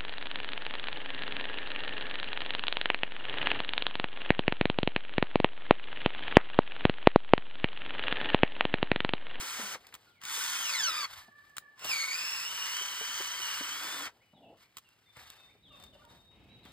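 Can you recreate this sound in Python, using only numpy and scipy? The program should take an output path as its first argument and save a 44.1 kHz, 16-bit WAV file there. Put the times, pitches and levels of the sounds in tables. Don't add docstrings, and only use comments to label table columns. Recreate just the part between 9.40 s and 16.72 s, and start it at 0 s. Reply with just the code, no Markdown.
import sys
import numpy as np
from scipy import signal
from scipy.fft import rfft, irfft
from scipy.io import wavfile
from scipy.ndimage import uniform_filter1d

SR = 44100
rng = np.random.default_rng(int(sys.argv[2]) if len(sys.argv) > 2 else 0)


def wav_out(sig):
    wavfile.write(sys.argv[1], SR, np.round(np.clip(np.atleast_2d(sig).T, -1, 1) * 32767).astype(np.int16))


N = 322812
TIME, HZ = np.arange(N) / SR, np.fft.rfftfreq(N, 1 / SR)

# (start [s], stop [s], level [dB], grinding growth [dB/s], treble [dB],
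# dulling [dB/s], gear whine [dB], cooling fan [dB])
PULLS = [(-.3, 0.352, -40, -3, 2, 4, -11.5, -13), (0.801, 1.654, -37, -12, 5, 0, -8, 0),
         (2.355, 4.673, -45.5, 2.5, 5, 3, 5.5, 18.5)]
SWITCH_S = 0.0093
SPIN_UP_DB, SPIN_UP_S = 26.5, 0.048
SPIN_UP_DULL_DB = 21.5
WHINE_FADE_DB_PER_S = 2
BRAKE_DB_PER_S, BRAKE_S, BRAKE_DB, BRAKE_DULL_DB = 733.5, 0.0067, 6, 16
# (time [s], teeth meeting [1/s])
TOOTH_RATE = [(0, 3040), (.25, 3070), (.39, 2950), (.81, 2300), (.88, 3230), (.94, 3540), (1, 3490),
              (1.07, 3240), (1.21, 3170), (1.25, 2960), (1.3, 2510), (1.4, 1770), (1.45, 1490), (1.5, 1290),
              (1.54, 1235), (1.59, 1235), (1.68, 1030), (2.48, 2830), (2.54, 2290), (2.63, 2150),
              (2.7, 2220), (2.78, 2480), (2.92, 2700), (2.99, 2590), (3.04, 2660), (3.1, 2870),
              (3.28, 2810), (3.38, 3010), (3.5, 2960), (3.77, 3030), (3.88, 2965), (3.98, 2975),
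              (4.08, 2880), (4.25, 2940), (4.45, 3250), (4.56, 3345), (4.72, 2820)]
TEETH, FAN_ORDER, CARRIER_RATIO = 15, 16, 3
RASP, RASP_HZ = .36, 200
RATTLE_SHARE, RATTLE_LOAD_SHARE = .3, .4
# (frequency [Hz], width [Hz], lift in the first, second, third pull [dB])
SHELL_MODES = [(1450, 260, 2.5, 2.5, 2), (2100, 350, 1.5, 0, 1), (3450, 400, 0, 3.5, 0),
               (4500, 300, 1, -1, 3), (5030, 220, 3.5, 3.5, 3.5), (5600, 350, 5, 4, 3),
               (6400, 800, 5, 5.5, 2.5), (8000, 450, 5, 3, 3.5), (9450, 800, 5.5, 4.5, 1),
               (11400, 600, 5, 2, 4), (15300, 500, 4, 2, 4)]
SLACK_S, SLACK_LENGTH_S, SLACK_DB = 4.33, 0.19, 36
BITE_HZ_PER_S, BITE_DB = 5000, 7
RUSH_DB, RUSH_WIDTH_HZ = -17.5, 180
GRIT_DB, GRIT_PER_S, GRIT_S = -7, 110, .002
# (multiple of the tooth rate, level [dB])
WHINE_ORDERS = [(1, 3), (2, 4), (3, 5.5), (4, 10.5), (5, -1), (6, 5)]
# (frequency [Hz], gain [dB])
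GEAR_CASE_GAIN = [(1100, 3.5), (1700, -2), (2200, 3), (2600, -1), (3000, 0), (4000, -1.5), (5000, -.5),
                  (6300, -2), (7200, -7), (8200, -10), (9000, -10)]
# (multiple of the planet carrier's speed, level [dB])
CARRIER_TONES = [(4, -33.5), (11, -29), (20, -25.5), (28, -37), (40, -33), (76, -35)]
MOTOR_FLUTTER_DB = 5
# (frequency [Hz], density [dB per Hz])
HOUSING_SPECTRUM = [(100, -15), (300, -21.5), (700, -19), (950, 1.5), (1500, 2), (2200, 2.5), (2900, 0.5),
                    (3800, -2), (5000, -3), (6800, -5), (10000, -9), (13000, -11), (15500, -8)]
# (frequency [Hz], density [dB per Hz])
CLICK_SPECTRUM = [(150, -1.5), (500, -9.5), (1100, 5.5), (1800, 2), (3000, 8.5), (5000, 0.5), (8000, 2),
                  (12000, -8.5), (15500, 4)]
# (frequency [Hz], density [dB per Hz])
FABRIC_SPECTRUM = [(100, -0.5), (300, -40), (700, -4.5), (1200, 1.5), (2000, 1), (4500, -1.5), (7000, -9.5),
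                   (10000, -11), (15000, -12)]
# (frequency [Hz], density [dB per Hz])
AIR_SPECTRUM = [(20, -30), (45, 1.5), (100, 17.5), (200, 10.5), (400, 8.5), (800, 4.5), (1500, -14.5),
                (3000, 2.5), (5000, -26), (8000, -50), (15000, -13)]
# (frequency [Hz], density [dB per Hz])
SOIL_SPECTRUM = [(60, -42), (150, -13), (260, -10.5), (420, -5), (800, -3), (1300, -12), (4000, -59)]
# (frequency [Hz], density [dB per Hz])
WIND_SPECTRUM = [(25, -57.5), (50, -5), (110, -7), (250, -10.5), (900, -26), (5000, -92)]
# (frequency [Hz], density [dB per Hz])
SOLE_SPECTRUM = [(150, -3), (450, -9), (900, -3), (2200, 4.5), (3200, -10), (8000, -25)]
# (frequency [Hz], lead of the left [rad])
PORT_LEAD = [(0, 0), (1600, 0), (2600, 2.3), (3800, 1.1), (5000, 1), (5700, 3.14), (7000, 4.9),
             (8200, 6.28), (9400, 7.4), (10900, 9.42), (12200, 11), (13500, 12.57), (15900, 15.7)]
# (frequency [Hz], left minus right [dB])
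PORT_TILT = [(300, 0.5), (700, 4.5), (1000, 6), (1600, 3.5), (2300, -0.5)]
# (time [s], level [dB], 60 dB decay [s])
CLICK_EVENTS = [(.468, -41, 0.019), (0.54, -38, 0.048), (0.551, -34, 0.015), (.815, -43, 0.02),
                (0.822, -50, 0.026), (0.836, -35, 0.029), (0.852, -26, 0.013), (0.973, -36, 0.024),
                (1.422, -38, 0.0056), (2.095, -58, 0.033), (2.167, -32, 0.029), (2.182, -20, 0.0091),
                (2.393, -44, 0.035), (2.444, -34.5, 0.28), (2.49, -36.5, 0.68), (5.369, -34.5, 0.03),
                (5.382, -41, 0.041), (5.489, -51, 0.011), (5.767, -47, 0.029), (5.902, -25, 0.005),
                (5.92, -46, .008), (6.4, -43, 0.01), (6.426, -43, .008), (6.437, -43, 0.026),
                (6.651, -49.5, 0.014), (7.252, -47.5, 0.017)]
# (time [s], level [dB], ring [Hz], 60 dB decay [s])
KNOCK_EVENTS = [(.026, -30.5, 330, 0.021), (.191, -33.5, 238, 0.07), (.225, -42, 203, 0.14),
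                (.348, -34, 513, 0.054), (.975, -37.5, 494, 0.031), (1.881, -40, 221, 0.035),
                (2.446, -36.5, 626, 0.063), (3.409, -39.5, 408, 0.036), (3.606, -34.5, 444, 0.059),
                (3.802, -27.5, 389, 0.037), (3.996, -43.5, 380, 0.059), (4.207, -26.5, 280, 0.038),
                (4.929, -52.5, 610, 0.065), (5.136, -53, 660, 0.1), (5.768, -40, 125, 0.035),
                (5.79, -58.5, 75, 0.38), (6.15, -47.5, 398, 0.04), (6.548, -48.5, 564, 0.075),
                (7.208, -56, 334, 0.11), (7.253, -32, 234, 0.026)]
# (time [s], length [s], level [dB])
SOIL_SPILLS = [(0, 0.066, -55.5), (0.158, 0.22, -58.5), (2.399, 0.11, -59.5), (4.407, 0.29, -57.5)]
CHURN_DB = -63.5
GROAN_S, GROAN_LENGTH_S, GROAN_DB = 4.22, 0.449, -67
# (time [s], length [s], hiss [dB], soil pressed under it [dB])
SCUFF_EVENTS = [(0.35, 0.35, -61.5, -67), (1.657, 0.15, -44.5, -68), (1.948, 0.27, -69.5, -95),
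                (2.175, 0.19, -90, -72), (4.69, 0.15, -74.5, -68.5), (5.166, 0.063, -57.5, -99),
                (5.308, 0.64, -72.5, -102), (5.74, 0.2, -53.5, -70), (5.937, 0.17, -65, -67.5),
                (6.316, 0.1, -60.5, -65), (6.386, 0.064, -58, -61), (6.53, 0.16, -68, -69),
                (6.672, 0.13, -64, -64), (6.88, 0.25, -96, -68), (7.236, 0.041, -52.5, -53)]
SCUFF_ATTACK_S, SCUFF_SAG_DB, SCUFF_T60_S = 0.061, 9, 0.28
CLOTHES_DB = -76
# (time [s], length [s], level [dB])
SOLE_SCRAPES = [(0.438, 0.056, -61), (0.524, 0.029, -51), (5.76, 0.1, -57.5), (7.254, 0.031, -56)]
CREAK_S, CREAK_LENGTH_S, CREAK_DB, CREAK_SWELL_DB = 4.927, 0.2, -65, 11.5
CREAK_LOW_HZ, CREAK_HIGH_HZ = (211, 328), (806, 565)
GUST_S, GUST_RISE_S, CALM_DB, GUST_DB = 5.93, 0.45, -95.5, -73.5
# (time [s], level [dB])
COUPLET_STARTS = [(4.799, -69.5), (5.215, -70), (5.656, -72), (6.078, -67)]
# (delay [s], length [s], start [Hz], end [Hz], level offset [dB])
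COUPLET_NOTES = [(0, 0.046, 1783, 2530, 2), (0.223, 0.0614, 2886, 2630, 4)]
# (time [s], length [s], pitch [Hz], level [dB])
WHISTLE_NOTES = [(4.742, 0.47, 2955, -78), (5.646, 0.13, 3585, -64.5), (5.783, 0.21, 3710, -65),
                 (5.886, 0.21, 2590, -73), (5.974, 0.083, 3630, -56.5), (6.267, 0.22, 3652, -57.5),
                 (6.5, 0.035, 3510, -67), (6.67, 0.161, 3714, -61), (6.832, 0.12, 3720, -62.5),
                 (7.078, 0.12, 3800, -60), (7.256, 0.063, 3750, -65)]
WHISTLE_SAG_HZ = 31
# (time [s], length [s], start [Hz], end [Hz], level [dB])
CHIRP_NOTES = [(0.657, 0.085, 4850, 2760, -71), (0.731, 0.13, 2570, 1670, -68),
               (0.666, 0.03, 1495, 1340, -62), (4.936, 0.065, 3980, 3260, -66),
               (6.223, 0.071, 4120, 3100, -59), (6.521, 0.041, 3230, 2700, -63.5),
               (7.225, 0.053, 4180, 3070, -59)]
CHATTER_S, CHATTER_LENGTH_S, CHATTER_HZ, CHATTER_WIDTH_HZ, CHATTER_DB = 6.9, .4, 2590, 1600, -70.5
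# (time [s], length [s], start [Hz], end [Hz], level [dB])
FOWL_CALLS = [(1.72, 0.715, 587, 584, -56)]
# (time [s], length [s], start [Hz], end [Hz], level [dB])
YELP_CALLS = [(6.3, 0.056, 1217, 1096, -61.5), (6.305, 0.06, 613, 540, -62.5), (6.52, 0.037, 658, 633, -64),
              (6.58, 0.089, 602, 552, -67), (6.59, 0.038, 1100, 1187, -62.5),
              (6.615, 0.018, 1440, 1393, -60), (6.638, 0.043, 980, 882, -59)]
EDGE_HZ = 15850


def gain_of(db):
    return np.exp(np.log(10) / 20 * np.asarray(db))


def evened(x):
    return x / np.sqrt(np.mean(x ** 2) + 1e-20)


def read(points, hz=HZ):
    f, value = np.transpose(points)
    return np.interp(np.log(hz + 1), np.log(f + 1), value)


def colour(x, points):
    return irfft(rfft(x) * evened(gain_of(read(points))), N)


def ramp(s, length):
    return np.clip((TIME - s) / length, 0, 1)


def stroke(s, length, attack, sag_db, t60):
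    release = np.clip((TIME - s - length) / t60, 0, 2)
    return ramp(s, attack) * gain_of(-sag_db * ramp(s, length) - 60 * release)


def wander(hz):
    return evened(irfft(rfft(rng.standard_normal(N)) / (1 + (HZ / hz) ** 4), N))


def grains(per_s, spread_db):
    size = gain_of(spread_db * np.minimum(rng.exponential(1, N), 4))
    return evened(size * rng.choice([-1, 1], N) * (rng.random(N) < per_s / SR))


def crumbs(per_s, decay_s):
    decay = np.exp(-1 / (decay_s * SR))
    envelope = signal.lfilter([1], [1, -decay], abs(grains(per_s, spread_db=1.5)))
    return evened(envelope * rng.standard_normal(N))


def add(mix, s, sound):
    part = mix[max(round(s * SR), 0):][:len(sound)]
    part += sound[:len(part)]


def resonate(x, hz, width):
    turn = np.exp(2j * np.pi * np.cumsum(hz * np.ones(N)) / SR)
    r = np.exp(-np.pi * width / SR)
    return evened((turn * signal.lfilter([(1 - r) ** 2], [1, -2 * r, r * r], x / turn)).real)


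def trigger():
    controls = np.zeros((6, N))
    for start, stop, db, growth, treble_db, dulling, whine_db, fan_db in PULLS:
        on = TIME >= start
        t = TIME[on] - start
        late = np.maximum(TIME[on] - stop, 0)
        held = np.minimum(TIME[on], stop) - start
        jolt = np.exp(-(np.minimum(TIME[on] - stop, 0) / BRAKE_S) ** 2)
        lag = np.exp(-t / SPIN_UP_S)
        running = 1 - np.exp(-t / SWITCH_S)
        running *= gain_of(-SPIN_UP_DB * lag - BRAKE_DB_PER_S * np.minimum(late, .5))
        dig_db = growth * held + BRAKE_DB * jolt
        bright_db = treble_db - dulling * held - BRAKE_DULL_DB * jolt - SPIN_UP_DULL_DB * lag
        sing_db = whine_db - WHINE_FADE_DB_PER_S * held
        controls[:, on] = np.broadcast_arrays(running, db, dig_db, bright_db, sing_db, fan_db)
    return controls


def shell(x):
    pull = np.searchsorted([row[0] for row in PULLS], TIME, side="right") - 1
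    lift_db = sum(np.outer(lifts, 1 / (1 + (2 * (HZ - hz) / width) ** 4))
                  for hz, width, *lifts in SHELL_MODES)
    return np.choose(pull, irfft(rfft(x) * gain_of(lift_db), N))


def grinding(shaft, mesh, load, throb):
    scrape = rng.standard_normal(N) * (1 + 0.71 * np.cos(mesh)) + .5 * grains(2500, spread_db=0.0)
    wobbling = shaft + 0.19 * wander(26)
    knots = np.linspace(0, TIME[-1], 170)
    comb = 0
    for order in range(4, 44):
        tone = np.cos(order * wobbling + rng.uniform(0, 2 * np.pi))
        comb = comb + tone * np.interp(TIME, knots, rng.standard_normal(len(knots)))
    rattle = (RATTLE_SHARE + RATTLE_LOAD_SHARE * load) * evened(comb)
    grit = gain_of(GRIT_DB) * crumbs(GRIT_PER_S, GRIT_S)
    return shell(colour(evened(scrape + rattle + grit) * throb, HOUSING_SPECTRUM))


def gear_whine(tooth_hz, mesh, load, bite, slack, flutter_db=2.5, dull_hz=7200):
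    whine, fray = 0, wander(RASP_HZ) + 1j * wander(RASP_HZ)
    for order, db in WHINE_ORDERS:
        hz = order * tooth_hz
        level_db = db + read(GEAR_CASE_GAIN, hz) + flutter_db * wander(45)
        level_db -= (order - 1) * (3 * (1 - np.maximum(load, bite)) + 6 * slack)
        tone = ((1 + RASP * np.roll(fray, order * SR)) * np.exp(1j * order * mesh)).real
        whine = whine + gain_of(level_db) * tone / np.hypot(1, (hz / dull_hz) ** 5)
    return whine * gain_of((.8 + load) * np.clip(wander(110), -3, 1.5) + np.clip(wander(16), -2, 1))


def carrier_tones(shaft, tooth_hz, load, bite, level_db=9.5, load_db=-6.0):
    tones = 0
    for order, db in CARRIER_TONES:
        housing_db = .5 * read(HOUSING_SPECTRUM, order * tooth_hz / TEETH / CARRIER_RATIO)
        level = gain_of(db + MOTOR_FLUTTER_DB * wander(26.0) + housing_db)
        tones = tones + level * np.cos(order * shaft / CARRIER_RATIO)
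    return tones * gain_of(level_db + load_db * load + .5 * BITE_DB * bite)


def cooling_fan(shaft, tooth_hz, blade_db, bright_db, fan_db=-19.0):
    hum = gain_of(fan_db + blade_db + 2.6 * wander(28)) * np.cos(FAN_ORDER * shaft)
    rush = resonate(rng.standard_normal(N), FAN_ORDER * tooth_hz / TEETH, RUSH_WIDTH_HZ)
    return hum + gain_of(RUSH_DB + bright_db) * rush


def drill(grind_db=1.0, treble_db=1.0, whine_db=-3.0, load_db=1.5, jitter=0.00574,
          load_jitter=0.01037, free_hz=3200):
    tooth_hz = np.interp(TIME, *np.transpose(TOOTH_RATE))
    running, effort_db, dig_db, bright_db, sing_db, blade_db = trigger()
    load = np.clip((1 - tooth_hz / free_hz) / 0.33, 0, 1)
    slowing = np.clip(-np.gradient(tooth_hz) * SR / BITE_HZ_PER_S, 0, 1)
    bite = uniform_filter1d(slowing ** 2, size=1500)
    slack = ramp(SLACK_S, SLACK_LENGTH_S)
    shaft = 2 * np.pi * np.cumsum(tooth_hz * (1 + 0.005 * wander(16))) / SR / TEETH
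    unsteady = (jitter + load_jitter * load) * wander(257.6)
    mesh = TEETH * shaft + 2 * np.pi * np.cumsum(tooth_hz * unsteady) / SR
    throb = gain_of(0.43 * np.cos(shaft) + (-0.13 + .5 * load) * wander(69) + 0.57 * wander(4.3))
    grind = grinding(shaft, mesh, load, throb)
    treble = irfft(rfft(grind) * HZ ** 2 / (HZ ** 2 + 2600 ** 2), N)
    grind = grind + (gain_of(bright_db + treble_db) - 1) * treble
    whine = gear_whine(tooth_hz, mesh, load, bite, slack)
    whine *= gain_of(whine_db + load_db * load - SLACK_DB * slack + BITE_DB * bite + sing_db)
    whine *= 1 + 0.18 * np.cos(shaft)
    tones = whine * throb + carrier_tones(shaft, tooth_hz, load, bite)
    tones += cooling_fan(shaft, tooth_hz, blade_db, bright_db)
    return running * gain_of(effort_db) * (gain_of(grind_db + dig_db) * grind + running * tones)


def clicks():
    out, t = np.zeros(N), TIME[:SR // 8]
    for s, db, t60 in CLICK_EVENTS:
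        envelope = gain_of(db - 60 * t / t60) * (1 - np.exp(-t / .0004))
        add(out, s, envelope * rng.standard_normal(len(t)))
    return colour(out, CLICK_SPECTRUM)


def knocks(level_db=-0.5, crumble=0.67, rise_s=0.0077):
    out, t = np.zeros(N), TIME[:SR // 4]
    earth = colour(rng.standard_normal(N), SOIL_SPECTRUM)
    for k, (s, db, hz, t60) in enumerate(KNOCK_EVENTS):
        blow = np.sin(2 * np.pi * hz * t) + crumble * earth[k * len(t):][:len(t)]
        add(out, s, gain_of(db - 60 * t / t60) * (1 - np.exp(-t / rise_s)) * blow)
    return gain_of(level_db) * out


def churn(groan_hz=292, groan_width_hz=45):
    groan = stroke(GROAN_S, GROAN_LENGTH_S, attack=0.013, sag_db=-8.0, t60=0.066)
    groan *= resonate(rng.standard_normal(N), groan_hz, groan_width_hz)
    spills = sum(gain_of(db) * stroke(s, length, attack=0.032, sag_db=3.5, t60=0.029)
                 for s, length, db in SOIL_SPILLS)
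    running = trigger()[0]
    lumps = colour(grains(900, spread_db=1.5), SOIL_SPECTRUM)
    return (gain_of(CHURN_DB) * running + spills) * lumps + gain_of(GROAN_DB) * groan


def creak(slip_hz=85, low_width_hz=140, high_width_hz=400, top_hz=900):
    along = ramp(CREAK_S, CREAK_LENGTH_S)
    slip_count = np.floor(np.cumsum(slip_hz * (1 + .3 * wander(60))) / SR)
    drive = evened(np.diff(slip_count, prepend=0)) + 2.0 * rng.standard_normal(N)
    low = resonate(drive, np.interp(along, [0, 1], CREAK_LOW_HZ), low_width_hz)
    high = resonate(drive, np.interp(along, [0, 1], CREAK_HIGH_HZ), high_width_hz)
    share = np.clip(.75 - 0.7 * along, 0, 1)
    level = stroke(CREAK_S, CREAK_LENGTH_S, attack=0.007, sag_db=-CREAK_SWELL_DB, t60=0.15)
    ringing = gain_of(CREAK_DB) * level * (np.sqrt(share) * low + np.sqrt(1 - share) * high)
    return signal.sosfilt(signal.butter(8, top_hz, fs=SR, output="sos"), ringing)


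def scuffs(crackle=0.23):
    weave = evened(rng.standard_normal(N) + crackle * grains(970, spread_db=9.0))
    rub = colour(weave * evened(gain_of(1.8 * wander(40))), FABRIC_SPECTRUM)
    lumps = colour(grains(900, spread_db=-4.5), SOIL_SPECTRUM)
    out = gain_of(CLOTHES_DB) * rub
    for s, length, hiss_db, soil_db in SCUFF_EVENTS:
        envelope = stroke(s, length, SCUFF_ATTACK_S, SCUFF_SAG_DB, SCUFF_T60_S)
        out += envelope * (gain_of(hiss_db) * rub + gain_of(soil_db) * lumps)
    return out


def scrapes():
    level = sum(gain_of(db) * stroke(s, length, attack=0.0025, sag_db=6.5, t60=0.1)
                for s, length, db in SOLE_SCRAPES)
    return level * colour(crumbs(per_s=590, decay_s=0.0019), SOLE_SPECTRUM)


def scatter(x, t60):
    taps = rng.standard_normal((2, SR)) * gain_of(-60 * TIME[:SR] / t60)
    return signal.fftconvolve(x[None], taps / np.linalg.norm(taps[0]), axes=1)[:, :N]


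def near(x, echo_db):
    half = gain_of(read(PORT_TILT) / 2) * np.exp(.5j * read(PORT_LEAD))
    shifting = np.sqrt(2) * np.cos(2 * np.pi * np.cumsum(25 * wander(6)) / SR)
    echoes = rfft(scatter(x * shifting, t60=.09)) * HZ / (HZ + 1500)
    return irfft(rfft(x) * np.array([half, 1 / half]) + gain_of(echo_db) * echoes, N)


def calls(rows, overtones_db, waver, waver_hz=21):
    out, drift = np.zeros(N), wander(waver_hz)
    for s, length, start_hz, end_hz, db in rows:
        u = np.linspace(0, 1, int(length * SR))
        hz = end_hz + (start_hz - end_hz) * (1 - u) ** 1.25
        hz = hz * (1 + waver * np.roll(drift, -int(s * SR))[:len(u)])
        turn = 2 * np.pi * np.cumsum(hz) / SR
        note = sum(gain_of(d) * np.sin((k + 1) * turn) for k, d in enumerate(overtones_db))
        add(out, s, gain_of(db) * signal.windows.tukey(len(u), .4) * note)
    return out


def birds(level_db=-1.5):
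    couplets = [(s + delay, length, start_hz, end_hz, db + note_db)
                for s, db in COUPLET_STARTS
                for delay, length, start_hz, end_hz, note_db in COUPLET_NOTES]
    whistles = [(s, length, hz + WHISTLE_SAG_HZ, hz - WHISTLE_SAG_HZ / 2, db)
                for s, length, hz, db in WHISTLE_NOTES]
    chatter = stroke(CHATTER_S, CHATTER_LENGTH_S, attack=0.016, sag_db=2.0, t60=.2)
    chatter *= gain_of(CHATTER_DB + 2 * wander(27))
    chatter *= resonate(rng.standard_normal(N), CHATTER_HZ, CHATTER_WIDTH_HZ)
    fowl = calls(FOWL_CALLS, [-26, -14, -6, -24], waver=.018)
    fowl *= evened(gain_of(4.5 * wander(45)))
    song = calls(whistles, [0], waver=0.00745) + chatter + fowl
    song += calls(couplets + CHIRP_NOTES, [0], waver=.015, waver_hz=110)
    song += calls(YELP_CALLS, [0, -16], waver=0.015)
    song *= gain_of(level_db)
    return song + gain_of(2) * scatter(song, t60=0.63)


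def open_air(air_db=-75.5, apart=0.5):
    hush = rng.standard_normal(N) + apart * rng.standard_normal((2, N))
    air = colour(hush, AIR_SPECTRUM) * gain_of(air_db + 0.73 * wander(2.1))
    wind = colour(rng.standard_normal((2, N)), WIND_SPECTRUM)
    wind_db = CALM_DB + (GUST_DB - CALM_DB) * ramp(GUST_S, GUST_RISE_S) + 2 * wander(7.3)
    return air + (wind + 3 * wind.mean(0)) * gain_of(wind_db)


def scene():
    tool = near(drill() + clicks(), echo_db=-11.5)
    ground = near(knocks() + churn() + scuffs() + scrapes(), echo_db=-23)
    return tool + ground + creak() + birds() + open_air()


def record(dry):
    dry = signal.sosfilt(signal.butter(4, 38, "highpass", fs=SR, output="sos"), dry)
    band_limit = signal.firwin(511, EDGE_HZ, window=("kaiser", 9), fs=SR)
    return signal.oaconvolve(dry, band_limit[None], "same")


dry = scene()
out = record(dry)
wav_out(out)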